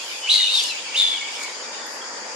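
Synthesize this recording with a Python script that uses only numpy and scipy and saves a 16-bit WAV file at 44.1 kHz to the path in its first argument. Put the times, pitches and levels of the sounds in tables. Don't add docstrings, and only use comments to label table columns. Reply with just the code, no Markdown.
import sys
import numpy as np
from scipy import signal
from scipy.fft import rfft, irfft, next_fast_len
from scipy.io import wavfile
from scipy.ndimage import uniform_filter1d

SR = 44100
rng = np.random.default_rng(int(sys.argv[2]) if len(sys.argv) > 2 else 0)


def to_wav(sig):
    pcm = np.clip(np.atleast_2d(sig), -1, 1) * 32767
    pcm = np.round(pcm).astype(np.int16)
    wavfile.write(sys.argv[1], SR, pcm.T)


N = 103635
T = np.arange(N) / SR
BINS_HZ = np.fft.rfftfreq(2 * N, 1 / SR)


def amp(db):
    return 10 ** (np.asarray(db) / 20)


def unit_rms(x):
    return x / np.sqrt(np.mean(abs(x) ** 2) + 1e-20)


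def at_hz(points, hz):
    f, value = np.transpose(points)
    return np.interp(np.log(hz + 1), np.log(f), value)


def colour(x, spectrum, share=1):
    return irfft(rfft(x, 2 * N) * amp(share * at_hz(spectrum, BINS_HZ)))[..., :N]


def wander(hz):
    size = next_fast_len(N, True)
    rolloff = 1 + (np.fft.rfftfreq(size, 1 / SR) / hz) ** 2
    return unit_rms(irfft(rfft(rng.standard_normal(size)) / rolloff, size))[:N]


def bed(spectrum, patchy_db, correlation=None):
    hz, _, z = signal.stft(rng.standard_normal((2, N)), SR, nperseg=512, noverlap=384)
    patches = uniform_filter1d(rng.standard_normal(z.shape[1:]), size=5, axis=0)
    patches = unit_rms(uniform_filter1d(patches, size=16, axis=1))
    common = np.clip(at_hz(correlation, hz), -1, 1)[:, None] if correlation else 0
    right = common * z[0] + np.sqrt(1 - common ** 2) * z[1]
    z = np.array([z[0], right]) * amp(at_hz(spectrum, hz)[:, None] + patchy_db * patches)
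    return unit_rms(signal.istft(z, nperseg=512, noverlap=384)[1][:, :N])


# f/Hz, relative level/dB
WASH_SPECTRUM = [(130, -74), (245, -10), (390, -12), (510, -2), (700, -9.5), (920, -1), (1150, -7.5),
                 (1900, -6), (2800, -20.5), (13000, -47)]
# t/s, level/dB
WASH_ENVELOPE = [(0, -41), (1.2, -39.5), (1.7, -36.5), (2.15, -35), (2.35, -36)]
# f/Hz, L-R correlation/0-1
WASH_CORRELATION = [(300, 0.9), (700, 0.48), (2000, 0)]


def wash():
    gain = amp(np.interp(T, *np.transpose(WASH_ENVELOPE)))
    return gain * bed(WASH_SPECTRUM, patchy_db=1.1, correlation=WASH_CORRELATION)


# f/Hz, relative level/dB
INSECT_SPECTRUM = [(3900, -22), (4750, 2.5), (5900, -8.5), (6900, -0.5), (7600, -11.5), (9500, -22),
                   (14000, -68)]


def insects():
    return amp(-36) * bed(INSECT_SPECTRUM, patchy_db=1.3)


# f/Hz, relative level/dB
COLONY_SPECTRUM = [(1500, -44), (2300, -1.5), (3200, 0.5), (6000, -15), (8500, -15.5), (14000, -48)]
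# t/s, level/dB
COLONY_ENVELOPE = [(0, -33), (.8, -35), (1.4, -36), (1.75, -42), (2, -48.5), (2.35, -44.5)]


def colony():
    return amp(np.interp(T, *np.transpose(COLONY_ENVELOPE))) * bed(COLONY_SPECTRUM, patchy_db=4.0)


def reflect(x, response):
    return signal.fftconvolve(x * np.ones((2, 1)), response / np.linalg.norm(response[0]), axes=1)[:, :N]


# f/Hz, T60/s
GROVE_T60 = [(500, 0.13), (3000, 0.49), (8000, 0.14), (14000, 0.052)]


def grove_echo(x):
    hz, t, z = signal.stft(rng.standard_normal((2, SR // 2)), SR)
    decay = amp(-60 * t / at_hz(GROVE_T60, hz)[:, None]) * (t > .01)
    return reflect(x, signal.istft(z * decay, SR)[1])


def branch_scatter(x, decay_s=0.014):
    t = T[:SR // 16]
    return reflect(x, rng.standard_normal((2, len(t))) * np.exp(-t / decay_s))


def throat(cycles, hoarse, width_hz):
    hoarse = np.clip(hoarse, 0, 1)
    smear = (wander(width_hz / 2) + 1j * wander(width_hz / 2)) / np.sqrt(2)
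    envelope = np.sqrt(1 - hoarse) + np.sqrt(hoarse) * smear
    return np.sqrt(2) * (envelope * np.exp(2j * np.pi * cycles)).real


def swells(rows):
    return sum(amp(db) * np.exp(-((T - centre_s) / half_s) ** 2) for centre_s, half_s, db in rows)


# centre t/s, half length/s, level/dB
TWITTERS = [(0.107, 0.13, -53.5), (1.868, .0018, -41.5), (1.934, 0.057, -55)]


def twitters(hz=10860):
    return swells(TWITTERS) * throat(hz * T, hoarse=1, width_hz=2200)


# centre t/s, half length/s, level/dB
RASPS = [(0.617, 0.12, -34), (1.402, 0.098, -40)]
# f/Hz, relative level/dB
RASP_SPECTRUM = [(2000, -41), (3500, -4.5), (7000, 0), (14000, -22.5)]


def neighbour_rasps(flutter_db=3.1):
    gain = swells(RASPS) * amp(flutter_db * wander(98))
    return gain * unit_rms(colour(rng.standard_normal((2, N)), RASP_SPECTRUM))


# start t/s, length/s, first f/Hz, last f/Hz, level/dB
SQUEALS = [(0.159, 0.063, 2430, 2334, -46), (0.213, 0.091, 3010, 2950, -29.5),
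           (0.296, 0.022, 2990, 2856, -22.5), (0.338, 0.028, 2156, 2120, -33),
           (0.36, 0.06, 2878, 2884, -28.5), (0.384, 0.043, 2170, 1850, -34.5),
           (0.426, 0.053, 2910, 2848, -25.5), (.476, 0.0446, 2450, 2940, -30.5),
           (0.514, 0.068, 4400, 4630, -31.5), (0.538, 0.1, 2708, 2670, -35.5),
           (0.58, 0.059, 4550, 4550, -30.5), (.54, 0.099, 5370, 5540, -32.5),
           (0.588, 0.057, 3940, 3780, -41), (0.632, 0.043, 2855, 2870, -32),
           (0.639, 0.08, 5230, 4990, -34.5), (0.644, 0.087, 4510, 3780, -33.5),
           (.665, 0.054, 5880, 5250, -39), (0.687, 0.051, 2860, 2452, -31),
           (0.877, 0.026, 2200, 2322, -32.5), (0.89, .2, 2286, 2270, -37.5),
           (1.054, 0.0185, 2540, 3060, -32), (1.111, 0.046, 2232, 2236, -31.5),
           (1.191, 0.071, 3370, 3255, -46), (1.206, 0.032, 2229, 2165, -30.5),
           (1.275, 0.021, 2274, 2262, -32.5), (1.35, 0.025, 5400, 5170, -40),
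           (1.367, 0.15, 2307, 2176, -36), (1.411, 0.013, 2322, 2190, -36), (1.456, .014, 3380, 3190, -43),
           (1.66, 0.054, 2260, 2385, -42), (1.713, .17, 3680, 3430, -46.5), (2.013, 0.011, 3280, 3200, -37)]


def squeal(start_s, length_s, first_hz, last_hz, db, width_hz=470):
    progress = np.clip((T - start_s) / length_s, 0, 1)
    arch = np.sin(np.pi * progress).clip(0)
    hoarse = 3.2 * length_s
    glide_hz = first_hz + (last_hz - first_hz) * progress
    cycles = np.cumsum(glide_hz * (1 + .012 * arch + .011 * wander(96.2))) / SR
    voice = throat(cycles, hoarse, width_hz) + amp(-18) * throat(2 * cycles, hoarse, 2 * width_hz)
    flutter = 1 + 0.21 * wander(89)
    return amp(db) * voice * np.sqrt(arch) * flutter


# t/s, f/Hz, level/dB, rattle depth/0-1, hoarseness/0-1
SCREECH_LONG = [(.269, 2106, -36, 0.06, 0.2), (.293, 2934, -18.5, 0.38, 0.03), (.299, 3835, -15, 0.23, 0),
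                (.345, 3962, -19.5, 0.69, 0.7), (.385, 3777, -22.5, 0.78, 0.42),
                (.47, 3690, -21, 0.77, 0.09), (.528, 3790, -27, .87, 0.28), (.54, 3737, -22, 0.53, 0.2),
                (.575, 3692, -18.5, 0.4, 0.16), (.598, 3428, -22, .2, 0.06), (.62, 2534, -34, 0.2, 0.08)]
SCREECH_SHORT = [(.945, 2593, -24, 0.047, 0.045), (.961, 3018, -20.5, 0.11, 0.06),
                 (.966, 3560, -24, 0.36, 0.24), (.988, 3686, -15, 0.83, 0.14),
                 (1.011, 3634, -14, 0.77, 0.026), (1.031, 3470, -24, 0.69, 0.23),
                 (1.056, 3506, -20.5, 0.79, 0.087), (1.092, 3460, -26.5, 0.66, 0.22),
                 (1.125, 3480, -28.5, 0.47, 0.28), (1.165, 3235, -33.5, 0.45, 0.18),
                 (1.187, 2796, -33.5, .3, 0.1)]
# f/Hz, relative level/dB
SCREECH_RASP = [(1000, -72), (2800, 1), (4500, 3.5), (5700, -3), (6600, 2), (10000, -5.5), (14000, -24)]


def screech(curve, rattle_hz, pulse_at_s, width_hz=730, ramp_s=0.0021):
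    times, *columns = np.transpose(curve)
    hz, db, depth, hoarse = (np.interp(T, times, column) for column in columns)
    gate = np.clip(np.minimum(T - times[0], times[-1] - T) / ramp_s, 0, 1)
    beats = rattle_hz * (T - pulse_at_s) + 0.083 * wander(43)
    pulse = (.5 + .5 * np.cos(2 * np.pi * beats)) ** 2
    chop = 1 - depth + depth * pulse
    chop /= np.sqrt(uniform_filter1d(chop ** 2, size=900) + 1e-9)
    bend = .035 * depth * (pulse - .7)
    jitter = 0.01244 * wander(210)
    cycles = np.cumsum(hz * (1 + bend + jitter)) / SR
    whistle = throat(cycles, hoarse, width_hz)
    octave = amp(-22) * throat(2 * cycles, 0.64, 2 * width_hz)
    side_tone = amp(-4) * hoarse * sum(throat(1.11 * cycles, hoarse, width_hz) for _ in range(2))
    rasp = amp(-4.5) * unit_rms(colour(rng.standard_normal(N), SCREECH_RASP)) * np.sqrt(hoarse * chop)
    return gate * amp(db) * ((whistle + octave + side_tone) * chop + rasp)


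# f/Hz, L-R level/dB
FAR_BALANCE = [(500, -0.5), (2200, 3), (3300, -2.5), (4600, 3.5), (6900, 2), (10000, -9)]
NEAR_BALANCE = [(2900, -3), (3600, 4.5), (4500, 5), (5500, -2), (7000, 1), (9000, -8)]


def scene(left_lag_s=.00004):
    bat = screech(SCREECH_LONG, rattle_hz=99, pulse_at_s=.351)
    bat += screech(SCREECH_SHORT, rattle_hz=92.5, pulse_at_s=1.011)
    left = irfft(rfft(bat, 2 * N) * np.exp(-2j * np.pi * left_lag_s * BINS_HZ))[:N]
    near = np.array([left, bat]) + amp(-5.5) * branch_scatter(bat) + amp(-9.5) * grove_echo(bat)
    neighbours = sum(squeal(*row) for row in SQUEALS) + neighbour_rasps() + twitters()
    neighbours += amp(-6) * branch_scatter(neighbours) + amp(-9.5) * grove_echo(neighbours)
    far = neighbours + colony() + insects() + wash()
    left_right = np.array([[.5], [-.5]])
    return colour(far, FAR_BALANCE, left_right) + colour(near, NEAR_BALANCE, left_right)


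def record(dry, low_hz=130, high_hz=13200):
    highpass = signal.butter(4, low_hz, "high", fs=SR, output="sos")
    lowpass = signal.firwin(127, high_hz, window=("kaiser", 9), fs=SR)
    return signal.oaconvolve(signal.sosfilt(highpass, dry), lowpass[None], "same")


dry = scene()
out = record(dry)
to_wav(out)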